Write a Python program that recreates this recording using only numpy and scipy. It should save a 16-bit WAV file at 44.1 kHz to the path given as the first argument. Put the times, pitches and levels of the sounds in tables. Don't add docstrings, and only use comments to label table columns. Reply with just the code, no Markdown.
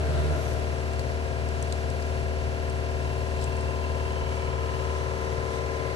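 import sys
import numpy as np
from scipy import signal
from scipy.fft import rfft, irfft
from scipy.io import wavfile
from scipy.ndimage import uniform_filter1d, map_coordinates

SR = 44100
rng = np.random.default_rng(int(sys.argv[2]) if len(sys.argv) > 2 else 0)


def dump(signal):
    limited = np.clip(np.atleast_2d(signal).T, -1, 1)
    pcm = np.round(limited * 32767).astype(np.int16)
    wavfile.write(sys.argv[1], SR, pcm)


N = 262395
TIME = np.arange(N) / SR
FREQ = np.maximum(np.arange(N // 2 + 1) * SR / N, 1)

# t/s, f/Hz
CYCLE_RATE = [(0, 18.86), (.17, 18.76), (.3, 18.85), (.6, 18.92), (5.95, 18.92)]
# multiple of the cycle rate, level/dB
DRONE_TONES = [(4, -30), (6, -41.5), (7, -40.5), (8, -50), (9, -63), (10, -54.5), (11, -54), (12, -49),
               (13, -58), (14, -49.5), (15, -61), (16, -51), (17, -67), (18, -60), (19, -56), (20, -42.5),
               (21, -52), (22, -60), (23, -63), (24, -43), (25, -61), (26, -56), (27, -51.5), (28, -49),
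               (29, -49.5), (30, -53), (31, -60), (32, -49), (33, -60), (34, -53), (35, -48), (36, -44.5),
               (37, -55), (38, -51), (39, -59), (40, -55.5), (42, -57), (43, -57)]
# multiple of the cycle rate, relative level/dB
WHINE_TONES = [(46, -63), (47, -61), (48, -52.5), (50, -62), (51, -63), (52, -58), (54, -53), (60, -65),
               (64, -62), (68, -63), (70, -65), (72, -56.5), (74, -61), (76, -61), (77, -64), (84, -61),
               (96, -61.5), (104, -61), (108, -62), (120, -69), (125, -60.5), (133, -66), (134, -64),
               (139, -67), (142, -66), (144, -57.5), (153, -67), (155, -68), (156, -68), (162, -69),
               (168, -73), (176, -68), (192, -73), (212, -75), (288, -72), (312, -75), (336, -73)]
# f/Hz, lead of left over right/rad, likeness 0-1
MIC_PORTS = [(70, .8, .85), (150, 1.5, .7), (230, 0, .85), (400, -.15, .85), (520, .25, .8), (700, 1, .65),
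             (830, 1.6, .45), (905, 2.5, .6), (965, 1.6, .7), (1020, 1.45, .8), (1300, 3, .65),
             (1450, 2.8, .65), (1750, 1.7, .65), (2300, 3.7, .75), (2900, 4, .65), (3400, 6.7, .5),
             (4200, 6.5, .5), (4700, 9, .4), (5700, 12, .4), (6800, 13, .4), (9000, 16.5, .4),
             (10500, 21.3, .85), (12000, 18.9, .9)]


def loader():
    cycle = np.cumsum(curve(CYCLE_RATE) * (1 + 0.000495 * walk(15))) / SR
    cycle = cycle + .0004 * walk(45)
    drone = tones(cycle, DRONE_TONES, flutter_db=.8, sway_db=.6)
    whine = undb(1.5) * tones(cycle, WHINE_TONES, flutter_db=1.1, sway_db=.9)
    machine = drone + whine + clatter(cycle) + diesel_knock(cycle) + roar(cycle)
    return at_ports(step_aside(machine) + rattles(cycle))


def tones(cycle, partials, flutter_db, sway_db):
    # f/Hz, left minus right/dB
    sides = [(76, 4), (130, 18), (220, 18.5), (390, 7), (470, 16.5), (700, 8.5), (900, 6.5), (1020, 16.5),
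             (1300, 9), (1550, 30), (1900, -7.5), (3000, -8.5), (6400, 7)]
    # multiple of the cycle rate, crossing t/s, half-length/s, gain/dB
    standing_waves = [(12, 5.8, .6, -5), (24, 5.7, .7, 3), (27, 5.4, 1.2, 4), (28, 5.8, .8, -10),
                      (29, 5.5, 1.2, 3), (32, 5.8, .6, 3), (36, 5.8, .6, -5), (54, 5.6, 1.5, 4.5),
                      (64, 5, 1, -14), (68, 4.6, .9, 6), (84, 4.8, .7, -12), (108, 3.7, .6, -8),
                      (108, 5.3, .6, 3), (120, 4.6, 1, 9), (125, 4.6, 1.5, -10), (144, 5.2, .6, -7),
                      (168, 4.3, .8, 6)]
    thump_multiples, thump_place = range(10, 19), .62
    out = np.zeros((2, N))
    for multiple, db in partials:
        pan_db = np.interp(multiple * CYCLE_RATE[-1][1], *np.transpose(sides))
        lobe_db = sum(peak * swell(s, half_s) for k, s, half_s, peak in standing_waves if k == multiple)
        gain = undb(db + lobe_db + flutter_db * walk(21.75) + sway_db * walk(2.624))
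        phase = rng.random() * (multiple > 4)
        if multiple in thump_multiples:
            phase = -multiple * thump_place + multiple % 2 / 4
        out += pan(pan_db) * gain * np.sqrt(2) * np.cos(2 * np.pi * (multiple * cycle + phase))
    return out


def roar(cycle):
    # f/Hz, left level/dB, right level/dB
    colour = [(20, -95, -95), (47, -65, -64), (66, -64, -60), (100, -70, -67), (165, -70.5, -80),
              (290, -74.5, -84), (420, -72, -79), (520, -68.5, -78), (620, -70.5, -79), (780, -77.5, -81),
              (1000, -78, -85), (1200, -81, -86), (1560, -78.5, -81), (1950, -85, -82),
              (2650, -83.5, -80.5), (3300, -87, -84), (4400, -86.5, -85), (5400, -85.5, -88),
              (7000, -88, -97), (8500, -87, -95.5), (10000, -97, -99), (11500, -97, -97.5)]
    decay_firings, throb_top_hz = .85, 1500
    air = rng.standard_normal((2, N)) * undb(.5 * walk(13))
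    pulsing = unit(1 + np.exp(-(4 * cycle % 1) / decay_firings))
    throb = shape(air * (pulsing - 1), 1 / (1 + (FREQ / throb_top_hz) ** 2))
    return undb(-0.43) * radiate(air + throb, colour)


def clatter(cycle):
    # f/Hz, left level/dB, right level/dB
    colour = [(168, -75, -99), (477, -59, -78), (655, -75, -93), (855, -74.5, -80.5), (1310, -73.5, -73),
              (1600, -78.5, -82.5), (2130, -75, -74), (2930, -80, -81.5), (3250, -104.5, -90),
              (4700, -87, -82.5), (6850, -104, -106)]
    size, injection_place = 2304, .07
    since_strike = 2 * (np.arange(size) / size - injection_place) % 1
    strikes = rng.standard_normal((2, size)) * np.exp(-since_strike / 1.2)
    lines = np.exp(1j * np.angle(rfft(strikes)))
    main_multiples = [int(multiple) for multiple, _ in [*DRONE_TONES, *WHINE_TONES]]
    lines[:, [0] + main_multiples] = 0
    patterns = unit(irfft(lines * undb(2 * rng.standard_normal(size // 2 + 1))))
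    repeats = [map_coordinates(p, [cycle % 1 * size], order=3, mode="grid-wrap") for p in patterns]
    return undb(-3.0) * radiate(repeats, colour)


def diesel_knock(cycle):
    # place in the cycle 0-1, relative level/dB
    cylinders = [(.25, -5), (.73, 0)]
    ring_hz, decay_s = 1630, .004
    blow, ring = 0, 0
    for place, db in cylinders:
        age = ((cycle - place) % 1) / CYCLE_RATE[-1][1]
        stroke = undb(db) * np.exp(-age / decay_s)
        blow += stroke
        ring += stroke * np.sin(2 * np.pi * ring_hz * age)
    rasp = unit(resonance(blow * rng.standard_normal(N), ring_hz, width_hz=750))
    block = unit(unit(ring) + .8 * rasp)
    tick = unit(resonance(blow * rng.standard_normal((2, N)), hz=5300, width_hz=3800))
    return pan(1.6) * (undb(-51.5) * block + undb(-73.5) * tick)


def rattles(cycle):
    # f/Hz, width/Hz, loudest t/s, half-length/s, level/dB
    panels = [(2687, 150, 3.67, .75, -50), (2930, 140, 4.25, 0.43, -51.5), (2860, 190, 4.8, .3, -52)]
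    shake_place, decay_cycles = .55, .6
    shake = np.exp(-((cycle - shake_place) % 1) / decay_cycles) * rng.standard_normal(N)
    return pan(-5.0) * sum(undb(db) * swell(s, half_s) * unit(resonance(shake, hz, width_hz))
                           for hz, width_hz, s, half_s, db in panels)


def step_aside(x):
    # f/Hz, half-width/Hz, crossing t/s, half-length/s, gain/dB
    lobes = [(76, 67, 6.4, 1.7, -4), (168, 55, 8.2, 0.84, 6), (250, 60, 5, 1.1, -3.5),
             (390, 200, 5.9, 2.6, 2.5), (692, 110, 4.86, 1.07, -3.5), (910, 17, 6, 0.43, -11),
             (876, 75, 4.57, 1.6, 4.5), (996, 60, 4.2, 1.3, 5), (1250, 94, 4.93, 0.88, 6),
             (1700, 360, 5.7, 0.46, -1), (1500, 950, 6.15, 1.4, 3), (2110, 130, 6.06, 0.52, 5.5),
             (2320, 120, 4.4, 0.2, 3), (2880, 54, 4.2, .7, -9), (3160, 100, 4.16, .55, 3)]
    for hz, width_hz, s, half_s, db in lobes:
        band = shape(x, np.exp(-((FREQ - hz) / width_hz) ** 2))
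        x = x + band * (undb(db * swell(s, half_s)) - 1)
    return x


def radiate(pair, colour):
    alike = np.clip(spectra(MIC_PORTS)[1], 0, 1)
    right = shape(pair[0], alike) + shape(pair[1], np.sqrt(1 - alike ** 2))
    return shape(np.array([pair[0], right]), undb(spectra(colour)) * np.sqrt(SR / 2))


def at_ports(x):
    lead = spectra(MIC_PORTS)[0]
    return np.array([x[0], shape(x[1], np.exp(-1j * lead))])


def far_engine():
    # f/Hz, left gain/dB, right gain/dB
    muffler = [(40.6, -30, -64), (77.7, -6, 17.5), (114, -11, 2), (147.3, 11, 0), (194, -17, -30),
               (298, 2, -7), (377, -6.5, -13), (453, -2.5, -8), (525, -7, -15), (593, 1, -5),
               (670, -6, -13), (830, -33, -14.5), (1360, -14.5, -24.5), (2080, -33, -25.5),
               (3860, -34, -37), (8850, -41, -57)]
    load_hz, idle_hz, release_s, sink_s = 74.5, 30, .33, .6
    fade_from_s, fade_db_per_s = .44, 18
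    boom_ends_s, boom_fall_s = .4, .01
    scatter_hz, echo_decay_s = 450, .04
    coasting = np.maximum(TIME - release_s, 0)
    firing_hz = idle_hz + (load_hz - idle_hz) * np.exp(-coasting / sink_s)
    firings = np.cumsum(firing_hz * (1 + .005 * walk(60))) / SR
    pulses = np.diff(np.floor(firings), prepend=0) * undb(0.62 * walk(120))
    gas = unit(np.exp(-(firings % 1) / .5) * rng.standard_normal(N))
    level = undb(-34.5 - fade_db_per_s * np.maximum(TIME - fade_from_s, 0))
    exhaust = level * unit(shape(unit(pulses - pulses.mean()) + 1.2 * gas, undb(spectra(muffler))))
    trunks = rng.standard_normal((2, SR // 2)) * np.exp(-TIME[:SR // 2] / echo_decay_s)
    echo = signal.fftconvolve(exhaust, trunks / np.sqrt(np.sum(trunks[0] ** 2)), axes=1)[:, :N]
    on_load = .5 - .5 * np.tanh((TIME - boom_ends_s) / boom_fall_s / 2)
    return exhaust * on_load + undb(6.5) * shape(echo, FREQ ** 2 / (FREQ ** 2 + scatter_hz ** 2))


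def hums():
    # f/Hz, level/dB
    free_tones = [(64.3, -54), (90, -56), (96.3, -55), (116.2, -49), (128.9, -48.5), (193, -61), (208, -61),
                  (257.3, -57), (525, -53)]
    hum = 0
    for hz, db in free_tones:
        level = undb(db + 2 * walk(3))
        turns = np.cumsum(hz * (1 + .004 * walk(4))) / SR
        hum += level * np.cos(2 * np.pi * turns)
    return pan(10) * np.sqrt(2) * hum


def twigs():
    # t/s, level/dB, ring f/Hz, decay/s, crack f/Hz, crack over ring/dB
    breaks = [(.933, -35, 4700, .003, 7500, -7), (.993, -29.5, 4760, 0.0049, 7200, -9),
              (1.487, -36.5, 8000, 0.0035, 5500, -1), (1.625, -26.5, 8000, 0.0021, 6900, -14),
              (1.7242, -25, 7600, 0.0017, 4450, 1), (1.901, -35, 8200, 0.002, 5500, -1),
              (2.023, -36, 7850, .004, 4970, -1), (2.698, -36.5, 8100, .0025, 5500, -5),
              (3.413, -38.5, 7460, 0.0087, 4960, 2), (3.429, -41, 5450, .005, 3800, 1),
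              (3.44, -28.5, 8250, 0.0023, 5040, -8), (3.566, -38, 6460, .004, 8450, -4),
              (3.608, -38, 8540, .005, 5500, 0)]
    size, attack_s = 4096, .00034
    age = TIME[:size]
    out = np.zeros((2, N))
    for s, db, hz, decay_s, crack_hz, crack_db in breaks:
        burst = rng.standard_normal((2, size)) * np.exp(-age / decay_s) * (1 - np.exp(-age / attack_s))
        ring = pan(6) * snap(burst, hz, width_hz=2400)
        crack = undb(crack_db) * snap(burst, crack_hz, width_hz=1100)
        splinter = undb(-6) * snap(burst, hz=11500, width_hz=5900)
        start = int(s * SR)
        out[:, start:start + size] += undb(db) * (ring + crack + splinter)[:, :N - start]
    return out


def snap(burst, hz, width_hz):
    twig = signal.iirpeak(min(hz, SR / 3), hz / width_hz, fs=SR)
    ring = signal.lfilter(*twig, signal.lfilter(*twig, burst))
    return ring / np.abs(ring).max()


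def leaves():
    # f/Hz, relative level/dB
    colour = [(1500, -25), (3500, 10), (6000, 6), (9000, 9), (12000, -27)]
    # t/s, level/dB, half-length/s, centre f/Hz, left minus right/dB
    footsteps = [(.08, -56.5, 0.29, 3800, -5), (.45, -56.5, 0.13, 6000, 10), (0.447, -57, 0.16, 11600, -2),
                 (.8, -65, 0.19, 5650, 0), (3.436, -65, .03, 7600, 7), (3.432, -54, .03, 4260, 0),
                 (4.95, -63, 0.15, 3700, -3), (5.3, -60.5, 0.93, 5900, 3), (5.553, -59, 0.073, 3600, -7),
                 (5.88, -59, 0.11, 4400, -1)]
    crackles_per_s = 2500
    onsets = rng.random((2, N)) < crackles_per_s / SR
    grains = onsets * rng.standard_normal((2, N)) * undb(1.8 * rng.exponential(size=(2, N)))
    broad = undb(-1.5) * unit(shape(grains, undb(spectra(colour))))
    rustle = 0
    for s, db, half_s, hz, pan_db in footsteps:
        patch = unit(resonance(grains, hz, width_hz=1500))
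        rustle += pan(pan_db) * undb(db) * swell(s, half_s) * (patch + broad)
    return rustle * undb(2.0 * walk(15))


def breeze():
    # t/s, level/dB
    puffs = [(1.151, -46), (2.3, -46), (3.082, -42.5), (4.14, -41), (4.68, -52), (4.9, -46), (5.8, -46)]
    thump_hz, width_hz = 56, 16
    gusts = sum(undb(db) * swell(s, half_s=.19) for s, db in puffs)
    draught = undb(-81 + 2 * walk(5.9))
    rumble = unit(shape(rng.standard_normal(N), np.exp(-((FREQ - thump_hz) / width_hz) ** 2)))
    return pan(-31) * (gusts + draught) * rumble


def undb(db):
    return 10 ** (np.asarray(db) / 20)


def unit(x):
    return x / np.sqrt(np.mean(x ** 2))


def curve(rows):
    return np.interp(TIME, *np.transpose(rows))


def spectra(rows):
    hz, *columns = np.transpose(rows)
    return np.array([np.interp(np.log(FREQ), np.log(hz), c) for c in columns])


def shape(x, gain):
    return irfft(rfft(x) * gain, N)


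def resonance(x, hz, width_hz):
    return shape(x, 1 / (1 + 2j * (FREQ - hz) / width_hz) ** 2)


def pan(db):
    return unit(undb(np.array([[db], [-db]]) / 2))


def walk(rate):
    hold = max(int(SR / rate), 1)
    levels = np.repeat(rng.standard_normal(N // hold + 1), hold)
    return 1.22 * uniform_filter1d(uniform_filter1d(levels, hold), hold)[:N]


def swell(s, half_s):
    return np.exp(-((TIME - s) / half_s) ** 2)


def scene():
    return loader() + far_engine() + hums() + twigs() + leaves() + breeze()


def record(dry):
    top_hz = 11700
    return signal.sosfilt(signal.ellip(10, .2, 80, top_hz, fs=SR, output="sos"), dry)


dry = scene()
out = record(dry)
dump(out)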